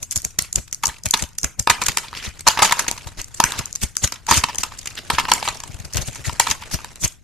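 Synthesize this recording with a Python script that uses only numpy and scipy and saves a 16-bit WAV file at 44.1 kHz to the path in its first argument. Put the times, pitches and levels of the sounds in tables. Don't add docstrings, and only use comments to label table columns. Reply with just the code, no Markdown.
import sys
import numpy as np
from scipy import signal
from scipy.fft import rfft, irfft
from scipy.io import wavfile
from scipy.ndimage import uniform_filter1d

SR = 44100
rng = np.random.default_rng(int(sys.argv[2]) if len(sys.argv) > 2 else 0)


def invert_db(level):
    return 10 ** (np.asarray(level, dtype=float) / 20)


def dump(signal):
    limited = np.clip(np.atleast_2d(signal).T, -1, 1)
    pcm = np.round(limited * 32767).astype(np.int16)
    wavfile.write(sys.argv[1], SR, pcm)


N = 318843

# start in seconds, snap in dB, crunch of the bar in dB, length in ms, ring in Hz.
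FIRST_FLAKES = [(0.0305, -21.5, -31.5, 2.3, 7100), (0.1117, -17, -47, 1.7, 6700),
                (0.1175, -20, -33, 1.4, 7650), (0.16, -14, -28, 1.6, 6700),
                (0.1664, -17.5, -28.5, 4.3, 6740), (0.1766, -15, -43, 1.8, 6500),
                (0.2196, -26, -54, 1.5, 7490), (0.2499, -16, -28, 2.7, 6860),
                (0.3895, -7, -9.5, 1.72, 6100), (0.4232, -18.5, -55, 2.2, 8700),
                (0.5292, -16.5, -37, 1.67, 6950), (0.559, -7, -22, 1.94, 6840),
                (0.7135, -40, -65.5, 2, 5860), (0.7284, -17, -31, 1.6, 6250), (0.7338, -29, -44, 2.3, 6200),
                (0.7466, -20.5, -62, 1.2, 6200), (0.8573, -12.5, -26.5, 2.7, 6100),
                (0.8699, -15.5, -29, 1.8, 7460), (0.8805, -24, -31, 2.4, 7150),
                (1.0369, -27.5, -53, 1.8, 5600), (1.0587, -15, -22.5, 2.2, 7260),
                (1.0878, -23, -55, 1.2, 6340), (1.1103, -9, -48, 1.5, 6650),
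                (1.1747, -22.5, -60, 2.8, 5900), (1.2248, -17.5, -24, 2.2, 6460),
                (1.2384, -28, -25, 1.5, 4500), (1.386, -15, -29.5, 2.03, 6300),
                (1.415, -31, -61, 1.3, 6630), (1.4324, -13.5, -36.5, 1.25, 6170),
                (1.4451, -12.5, -16, 1.9, 6660), (1.598, -18.5, -28.5, 2.8, 7260),
                (1.5958, -14.5, -31, 1.9, 6900), (1.6267, -31.5, -63.5, 2.4, 6370)]
LATER_FLAKES = [(1.8382, -18, -48, 1.3, 6460), (1.8664, -13, -21, 3.2, 6600), (2.14, -57, -33.5, 2.3, 4570),
                (2.151, -42, -25, 1.5, 4910), (2.161, -46, -33, 1.6, 4820), (2.252, -49, -46, 5.1, 6270),
                (2.291, -34, -51, 2.7, 4570), (2.4084, -25, -31.5, 1.5, 8200),
                (3.2164, -25.5, -51, 2.6, 7320), (3.2445, -27.5, -53, 1.7, 6300),
                (3.3468, -28, -39, 2.4, 7410), (3.6579, -20, -52, 1.45, 6630),
                (3.7285, -21.5, -58, 0.92, 6600), (3.7538, -23.5, -38, 1.7, 6370),
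                (3.759, -18.5, -30, 1.36, 6600), (3.9686, -8, -19.5, 1.24, 6350),
                (4.0759, -22.5, -27.5, 2.5, 5750), (4.268, -25, -30.5, 1.6, 6500),
                (4.585, -15, -25, 1.85, 6000), (4.7901, -29.5, -34.5, 3.3, 5700),
                (4.8594, -27.5, -27, 2.1, 7410), (4.8741, -21.5, -22.5, 1.9, 6230),
                (4.9783, -42, -23.5, 3.6, 4910), (4.9886, -34, -27.5, 3.9, 4910),
                (5.3371, -9, -21, 1.9, 7600), (5.9365, -21, -38, 2.2, 5560), (5.9458, -22, -31, 1.3, 5510),
                (5.9711, -17, -21.5, 2.4, 6240), (6.15, -33, -61, 2.6, 6290), (6.409, -24, -22, 2.6, 6600),
                (6.503, -19, -22, 3.7, 6030), (6.958, -30, -34, 1.2, 7580), (7.0794, -25, -60, 3.3, 7320)]
HARD_EFFORT_DB = -29.5


def evened(x):
    return x / np.sqrt(np.mean(x ** 2) + 1e-20)


def read(points, hz):
    f, value = np.transpose(points)
    return np.interp(np.log(hz + 1), np.log(f + 1), value)


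def colour(x, points):
    log_gain = np.log(invert_db(read(points, abs(np.fft.fftfreq(8192, 1 / SR)))))
    taps = np.fft.ifft(np.exp(np.conj(signal.hilbert(log_gain)))).real[:4096]
    return signal.oaconvolve(x, taps[None] / np.linalg.norm(taps))[:, :N]


def resonate(x, hz, width_hz):
    turn = np.exp(2j * np.pi * np.cumsum(hz * np.ones(N)) / SR)
    r = np.exp(-np.pi * width_hz / SR)
    return (turn * signal.lfilter([np.sqrt(2 - 2 * r * r)], [1, -r], x / turn)).real


def pair(same, shape):
    a, b = rng.standard_normal((*shape, 2)).T
    same = np.clip(same, 0, 1)
    return np.array([a, same * a + np.sqrt(1 - same ** 2) * b])


def lean(left_db):
    return invert_db(np.array([[left_db], [-left_db]]))


def effort_db():
    # time in seconds, effort in dB.
    work = [(0.0, -57), (0.8, -60), (1.65, -64), (1.83, -36.5), (2.1, -48), (2.45, -51), (2.659, -31.5),
            (3.3, -53.5), (3.5, -35), (3.7, -50), (4.11, -61), (4.429, -41), (4.95, -47.5), (5.34, -35),
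            (5.74, -48.5), (6.4, -40.5), (6.89, -46.5), (7.2, -64)]
    return np.interp(np.arange(N) / SR, *np.transpose(work))


def hand_rumble(effort):
    # frequency in Hz, level in dB.
    tremor_spectrum = [(15, 5.5), (55, 1.5), (110, 2), (400, -23), (900, -46)]
    level_db = -39 + 0.3 * (effort - HARD_EFFORT_DB)
    return invert_db(level_db) * colour(pair(0.12, (N,)), tremor_spectrum) * lean(2.1)


def jolts():
    # time in seconds, level in dB, lean to the left in dB.
    hand_jolts = [(0.17, -23, 0), (0.255, -23.5, 4), (0.419, -31.5, 1), (0.585, -20, 4), (0.883, -23, -4),
                  (1.0647, -20.5, 6.5), (1.229, -20.5, 13), (1.447, -17, 4), (1.5996, -22, 9),
                  (1.705, -24, 5), (1.892, -25, 15), (2.279, -25, 1), (2.473, -30, 10), (3.193, -23.5, 5),
                  (3.445, -24, 3), (3.598, -20, 7.5), (3.839, -15, 1), (4.043, -14.5, 0),
                  (4.313, -16.5, -4), (4.377, -12, -2), (4.597, -24.5, -5), (5.137, -19, 4),
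                  (5.317, -25.5, 3), (5.805, -29.5, 7), (5.99, -17.5, 6.5), (6.087, -21, 9),
                  (6.282, -20.5, 12.5), (6.503, -28, 2.5), (6.745, -17, 8), (7.049, -17.5, 4)]
    # time in seconds, level in dB.
    nudges = [(0.027, -31.5), (0.562, -24), (3.066, -27), (5.243, -26.5), (5.501, -30), (5.702, -28.5),
              (5.75, -28.5), (5.855, -25.5), (5.96, -17), (6.0237, -22.5), (6.203, -29.5), (6.333, -28),
              (6.401, -31), (7.027, -27.5)]
    # frequency in Hz, level in dB.
    rub_spectrum = [(30, 4), (90, 6.5), (250, -6), (600, -12.5), (1200, -32)]
    nudge_lean_db = 4.5
    rock_hz, rock_s, rock_right = 115.7, 0.0044, -0.37
    sway_hz, sway_s, sway_db = 64.3, 0.013, -3
    moves = hand_jolts + [(s, db, nudge_lean_db) for s, db in nudges]
    chance = rng.standard_normal((len(moves), 3))
    out, skin = np.zeros((2, N + 3000)), np.zeros((2, N + 3000))
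    t = np.arange(-1500, 1500) / SR
    for (s, db, lean_db), (size, skew, weight) in zip(moves, chance):
        at, side = round(s * SR), lean(lean_db / 2)
        pace, late = invert_db(1.0 * size) * t, np.maximum(t + 0.0019, 0)
        rock = -np.exp(-(pace / rock_s) ** 2) * np.cos(2 * np.pi * rock_hz * pace + 0.66 * skew)
        sway = np.exp(-late / sway_s) * np.sin(2 * np.pi * sway_hz * late)
        sway = invert_db(sway_db + 2 * weight) * sway
        out[:, at:at + 3000] += invert_db(db + 1.5) * (side * rock * np.array([[1], [rock_right]]) + sway)
        skin[:, at:at + 3000] += invert_db(db + 6.0) * side * np.exp(-(t / 0.015) ** 2)
    rub = skin[:, 1500:N + 1500] * pair(0.16, (N,))
    bar_ring = resonate(rub + 0.43 * rub[::-1], 566, 160)
    return out[:, 1500:N + 1500] + invert_db(-14) * colour(rub, rub_spectrum) + invert_db(-29.5) * bar_ring


def grains(per_s, spread_db, same, smooth):
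    clumps = evened(uniform_filter1d(rng.standard_normal(N), size=900))
    size = invert_db(spread_db * np.minimum(rng.exponential(1, N), 1.8))
    size = size * (rng.random(N) < per_s / SR)
    size = signal.lfilter([1], [1, -.985], size)
    clump_gain = invert_db(3.4 * np.clip(clumps, -4, 1))
    return evened((evened(size) + smooth) * clump_gain * pair(same, (N,)))


def fine_crumbling(effort):
    # frequency in Hz, level in dB per Hz.
    crumble_spectrum = [(120, -20.5), (200, 1), (400, -1), (2820, -2.5), (3490, -6.5), (6850, -4),
                        (12500, -17), (13900, -31.5)]
    return invert_db(effort - 0.5) * colour(grains(270, 2.5, 0.58, 1.3), crumble_spectrum)


def hollow_table(drive, count=5):
    # frequency in Hz, width in Hz, level in dB.
    modes = [(938, 90, -0.5), (1005, 120, -14), (1309, 79, -7), (1771, 82, -9.5), (2240, 170, -33)]
    spot = 1 + 0.017 * evened(uniform_filter1d(rng.standard_normal(N), size=3000))
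    out = 0
    for k, (hz, width_hz, db) in enumerate(modes[:count]):
        out = out + (-1) ** (k // 2) * invert_db(db) * resonate(drive, hz * spot, width_hz)
    return out


def crumb_rattle(effort):
    level_db = -49 + 3.5 * (effort - HARD_EFFORT_DB)
    return invert_db(level_db) * evened(hollow_table(grains(150, 2.2, 0.7, 0.5), count=3))


def room(x):
    # frequency in Hz, t60 in seconds.
    decay = [(500, 0.28), (1500, 0.28), (5000, 0.22), (12000, 0.26)]
    # frequency in Hz, left-right likeness (0 to 1).
    likeness = [(500, 0.69), (1500, 0.68), (5000, 0.52), (12000, .3)]
    out, turn = 0, np.arange(N) / SR * 9.1
    for k in range(3):
        taps = np.zeros((2, SR // 2))
        at = np.arange(260, SR // 2 - 20, 20) + rng.integers(0, 20, (2, (SR // 2 - 261) // 20))
        np.put_along_axis(taps, at, rng.choice([-1., 1.], at.shape), 1)
        hz, t, z = signal.stft(taps, SR, nperseg=256)
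        same = np.clip(read(likeness, hz), 0, 1)[:, None]
        z[1] = same * z[0] + np.sqrt(1 - same ** 2) * z[1]
        tail = signal.istft(z * invert_db(-60 * t / read(decay, hz)[:, None]), SR, nperseg=256)[1]
        feed = x.mean(0) * np.cos(turn + k * np.pi / 3)
        out = out + signal.oaconvolve(feed[None], tail / np.linalg.norm(tail[0]), axes=1)[:, :N]
    return out


def patchy(x, patch_db):
    z = signal.stft(x, nperseg=256, noverlap=128)[2]
    patches = uniform_filter1d(rng.standard_normal(z.shape[1:]), size=3, axis=0)
    patches = uniform_filter1d(patches, size=5, axis=1)
    return signal.istft(z * invert_db(patch_db * evened(patches)), nperseg=256, noverlap=128)[1][:, :N]


def flake_breaks():
    # time in seconds, snap in dB.
    ticks = [(0.2028, -41), (0.23, -44), (0.308, -43), (0.318, -54), (0.68, -39), (0.7792, -62),
             (0.828, -39), (0.89, -29), (0.9858, -43), (1.29, -45), (1.333, -50), (1.353, -48),
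             (1.5202, -73), (2.3948, -34.5), (3.316, -47), (3.71, -43.5), (3.802, -46), (3.955, -37.5),
             (4.531, -44), (4.776, -43), (4.815, -36), (4.831, -41), (4.905, -35.5), (4.955, -36.5),
             (5.0724, -51), (5.678, -37), (5.7453, -37), (5.79, -41), (5.802, -35.5), (5.835, -59.5),
             (5.852, -34), (5.928, -37), (6.131, -37), (6.8845, -49), (7.1232, -43), (0.1858, -32),
             (0.5405, -50), (1.92, -28), (2.058, -45), (2.0703, -46.5), (2.0864, -59), (2.9683, -40),
             (3.063, -46), (3.284, -43), (3.5073, -29), (3.887, -47), (4.142, -35), (5.1118, -28.5),
             (5.194, -27), (5.5474, -36), (5.5716, -37), (5.721, -42), (5.959, -27), (6.1117, -42),
             (6.3615, -52), (6.7019, -44), (6.7433, -22), (6.8552, -48.5), (6.9306, -47)]
    # time in seconds, crunch in dB.
    crumbs = [(0.44, -40), (0.4481, -37), (0.5855, -32), (0.9312, -42.5), (0.944, -40), (0.9675, -41),
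              (1.1988, -27), (1.8956, -18.5), (2.0743, -40), (2.0845, -33), (2.1712, -29), (2.2276, -30),
              (2.6775, -22.5), (2.7836, -26.5), (3.012, -39), (3.0454, -39.5), (3.4892, -27), (3.5647, -38),
              (3.654, -47), (3.6953, -61), (4.1595, -32.5), (4.413, -27), (4.5314, -38.5), (4.7725, -45),
              (4.91, -34.5), (5.0753, -40), (5.151, -26), (5.551, -35), (5.7132, -43), (5.9517, -30),
              (6.016, -45), (6.0853, -29.5), (6.4629, -26), (6.637, -30), (6.7557, -37), (6.837, -44),
              (6.968, -48), (7.0378, -22.5), (7.0583, -28), (7.0738, -44)]
    tick_ms, tick_crunch_db = 2.6, -3
    crumb_ms, crumb_snap_db = 2.9, -15.5
    small = [(s, db, db + tick_crunch_db, tick_ms, 0) for s, db in ticks]
    small += [(s, db + crumb_snap_db, db, crumb_ms, 0) for s, db in crumbs]
    s, snap_db, crunch_db, length_ms, _ = np.transpose(FIRST_FLAKES + LATER_FLAKES + small)
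    fade_ms = 0.91 * length_ms + 1.1 * np.minimum(invert_db(crunch_db - snap_db), 1)
    return [s, snap_db, crunch_db - 40, crunch_db, 1.07 * length_ms, fade_ms]


def stud_landings():
    # time in
    # seconds, knock in dB, snap in dB, fade in ms.
    first_drops = [(0.8364, -10, -18.5, 4.7), (0.8885, -28.5, -44, 17.3), (1.139, -5.5, -13.5, 5.6),
                   (1.6742, -0.5, -20, 1.55), (1.7, -1.5, -8.5, 6.7), (1.8183, -16.5, -21, 9.8),
                   (1.8847, -20, -11, 3.3), (1.9727, -12.5, -9.5, 2.4), (1.983, -49.5, -19.5, 4.9),
                   (2.032, -32.5, -41.5, 23), (2.13, -26, -50.5, 1.7), (2.47, -5, -21.5, 12),
                   (2.477, -7, -6, 3.8), (2.486, -6, 5.5, 0.6), (2.575, -11.5, -40, 5),
                   (2.592, -7.5, -27, 7.9), (2.6213, -3, -16, 8.8), (2.626, -7, -11.5, 9.3),
                   (2.648, -17, -14.5, 13.4), (2.696, -16.5, -30, 2.3), (2.7109, -13.5, -26, 6.6),
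                   (2.7239, -6.5, -10.5, 3), (2.737, -31.5, -32, 5.3), (2.778, -27, -44, 1.7),
                   (2.7935, -14.5, -13.5, 6.7), (2.867, -22, -52, 2.5), (2.8817, -23, -15.5, 5.8),
                   (2.902, -33, -42, 1.3), (2.9138, -21, -14.5, 0.96), (2.978, -31, -34, 7.5),
                   (3.072, -28.5, -32, 7.4), (3.4021, 1.5, -11, 2.57), (3.4405, -4, 1.5, 0.95),
                   (3.5216, -28, -19, 2.1), (3.535, -29, -69, 51), (3.608, -31.5, -59, 27)]
    later_drops = [(4.123, -21, -21.5, 3.4), (4.2886, -19, -29, 39), (4.312, -1, -9, 5.4),
                   (4.323, -9.5, -21, 4.6), (4.333, -22.5, -19, 53), (4.344, -22, -13, 1.8),
                   (4.439, -6.5, -19, 3.6), (4.487, -23, -37, 5.4), (4.4937, -25, -40, 12),
                   (4.5478, -29, -25.5, 0.96), (4.6347, -18, -15, 3.7), (4.6477, -31, -53, 7.5),
                   (4.721, -27, -49, 3.4), (5.1023, -5.5, -19.5, 3.1), (5.185, -7, -27, 6.1),
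                   (5.197, -14.5, -22, 7.5), (5.253, -17.5, -50, 3.5), (5.2856, -19, -35, 13.4),
                   (5.3182, -0.5, -3.5, 2.26), (5.337, -18.5, -32, 4.1), (5.428, -15, -32, 3.3),
                   (5.452, -25, -41, 5.5), (5.4776, -10, -39, 3.7), (5.487, -11.5, -21.5, 3),
                   (5.603, -30.5, -28, 2.6), (5.637, -28, -30.5, 3.6), (6.1576, -33, -29.5, 5.3),
                   (6.2958, -16, -45, 1.8), (6.399, -5, 0, 2.5), (6.47, -12.5, -28, 5.5),
                   (6.484, -25, -29, 10), (6.512, -16, -14.5, 6.2), (6.6236, -25, -50, 5.2),
                   (6.714, -28.5, -32, 5.5), (6.789, -26.5, -48, 2.7), (6.846, -24.5, -29, 3)]
    s, knock_db, snap_db, fade_ms = np.transpose(first_drops + later_drops)
    crunch_db = 20 * np.log10(np.hypot(invert_db(knock_db - 5.5), invert_db(snap_db - 2)))
    return [s, snap_db, knock_db, crunch_db, 1.535 + 0.08 * fade_ms, fade_ms]


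def scrapes():
    # time of the peak in seconds, snap in dB, crunch in dB, length in ms.
    ploughings = [(0.035, -33, -56, 8.6), (0.125, -22.5, -34, 6), (0.577, -46, -36.5, 8),
                  (1.1942, -30.5, -32, 24), (2.174, -38.5, -31.5, 40), (2.2515, -35, -30, 37),
                  (2.691, -42, -26, 15), (3.199, -34, -32.5, 15), (3.592, -20.5, -21, 5.7),
                  (3.818, -28, -31, 3.3), (3.8357, -18, -24.5, 8.1), (4.044, -15.5, -19, 7.6),
                  (4.34, -54, -40, 7), (4.377, -16, -20.5, 14.6), (4.558, -24, -51, 2.2),
                  (4.608, -31.5, -37, 16), (5.1414, -32.5, -28, 25), (5.301, -24, -42, 4.8),
                  (5.459, -31.5, -31.5, 43), (5.85, -33, -45, 2.7), (5.979, -23, -21.5, 5.9),
                  (6.0218, -28.5, -30.5, 8.3), (6.077, -29, -38, 11), (6.268, -29.5, -30.5, 26),
                  (6.332, -33, -45, 3.6), (6.738, -25.5, -32, 17), (4.305, -23, -24, 9.7),
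                  (1.065, -21, -22.5, 3), (1.074, -45, -54, 2.5), (3.376, -38.5, -47.5, 13),
                  (7.021, -29.5, -46, 8.7), (7.048, -17.5, -23, 9.3)]
    s, snap_db, crunch_db, length_ms = np.transpose(ploughings)
    return [s, snap_db, crunch_db - 42, crunch_db, length_ms, 0.84 * length_ms]


def fractures():
    return np.hstack([flake_breaks(), stud_landings(), scrapes()])


def levelled(sound, energy, share):
    z = rfft(sound, axis=1)
    power = uniform_filter1d((abs(z) ** 2).mean(0), size=21, axis=0)
    mean_power = power.mean(0)
    log_gain = np.log(energy / mean_power) / 2 - np.clip(share, 0, 1) / 2 * np.log(power / mean_power)
    fold = irfft(log_gain, axis=0)[:len(power)]
    fold[1:] *= 2
    return irfft(z * np.exp(rfft(fold, sound.shape[1], axis=0)), axis=1)


def volleys(db, same, stretch, lumpy_db, even):
    s, swell_ms, fade_ms = fractures()[[0, -2, -1]]
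    t_ms = np.arange(-1200, 2800)[:, None] / SR * 1000
    swell = np.clip(swell_ms - .8, .3, 15)
    fade = stretch * np.clip(fade_ms - .8, .3, 25)
    rise = (abs(t_ms) / swell) ** (1 + np.minimum(0.25 / swell, 2))
    shape = np.exp(-.8 * np.where(t_ms < 0, rise, abs(t_ms) / fade))
    shape += 0.82 * np.exp(-abs(t_ms) / 0.11) * (fade_ms < 4)
    shape += 0.0042 * np.exp(-abs(t_ms) / 1.9)
    lumps = uniform_filter1d(rng.standard_normal((len(s), 4000)), size=30).T
    lumps = invert_db(lumpy_db * np.clip(evened(lumps), -3, 1.6))
    sound = pair(same, (len(s), 4000)) * lumps * shape
    sound = invert_db(db) * levelled(sound, (shape ** 2).sum(0), even)
    out = np.zeros((2, N + 4000))
    for k, at in enumerate(np.round(s * SR).astype(int)):
        out[:, at:at + 4000] += sound[:, :, k]
    return out[:, 1200:N + 1200]


def table_knocks():
    # frequency in Hz, level in dB.
    thud_spectrum = [(60, -15), (150, 14.5), (350, 14), (700, 0.5), (1500, -31)]
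    blows = volleys(fractures()[2] - 4, 0.93, 0.51, 2.0, 0.98)
    thud = colour(blows, thud_spectrum) * np.array([[1], [-0.91]])
    return hollow_table(blows) + invert_db(-20.5) * thud


def bar_crunches():
    # frequency in Hz, level in dB.
    crunch_spectrum = [(250, -9.5), (750, -14.5), (1300, -6.5), (2300, -3.5), (3500, -6), (5000, -7.5),
                       (8000, -27)]
    return colour(volleys(fractures()[3] - .6, 0.81, 1.0, 5.1, 0.2), crunch_spectrum)


def flake_hz():
    s, *_, hz = np.transpose(FIRST_FLAKES + LATER_FLAKES)
    t = np.arange(N) / SR
    nearest = np.clip(np.searchsorted((s[1:] + s[:-1]) / 2, t), 0, len(s) - 1)
    drift = evened(uniform_filter1d(rng.standard_normal(N), size=1500))
    common_hz = 6630 * (1 + 0.17 * drift)
    return np.where(abs(t - s[nearest]) < .012, hz[nearest], common_hz)


def flake_snaps():
    # frequency in Hz, level in dB.
    snap_spectrum = [(2500, -36.5), (4200, -4), (6500, 4), (9000, -1), (12800, -4.5), (14000, -28.5)]
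    snap = colour(volleys(fractures()[1] - .6, 0.036, 0.84, 2.04, 0.78), snap_spectrum)
    ring = resonate(snap, flake_hz(), 1300)
    return (0.76 * snap + 0.36 * ring) * lean(.6)


def scene():
    effort = effort_db()
    handling = hand_rumble(effort) + jolts()
    crumbs = fine_crumbling(effort) + crumb_rattle(effort)
    knock, crunch, snap = table_knocks(), bar_crunches(), flake_snaps()
    wet = room(invert_db(-13.5) * snap + invert_db(-12.5) * knock + invert_db(-12.0) * crunch)
    return patchy(snap + crunch + wet + crumbs + knock, 3.05) + handling


def top_cut(x):
    return signal.sosfilt(signal.butter(12, 14080, fs=SR, output="sos"), x)


def record(dry):
    dry = signal.lfilter(*signal.butter(1, 14, "high", fs=SR), dry)
    clipped = np.clip(dry, -.84, .84)
    limited = signal.oaconvolve(clipped, signal.firwin(301, 13500, fs=SR)[None], "same")
    return top_cut(limited)


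dry = scene()
out = record(dry)
dump(out)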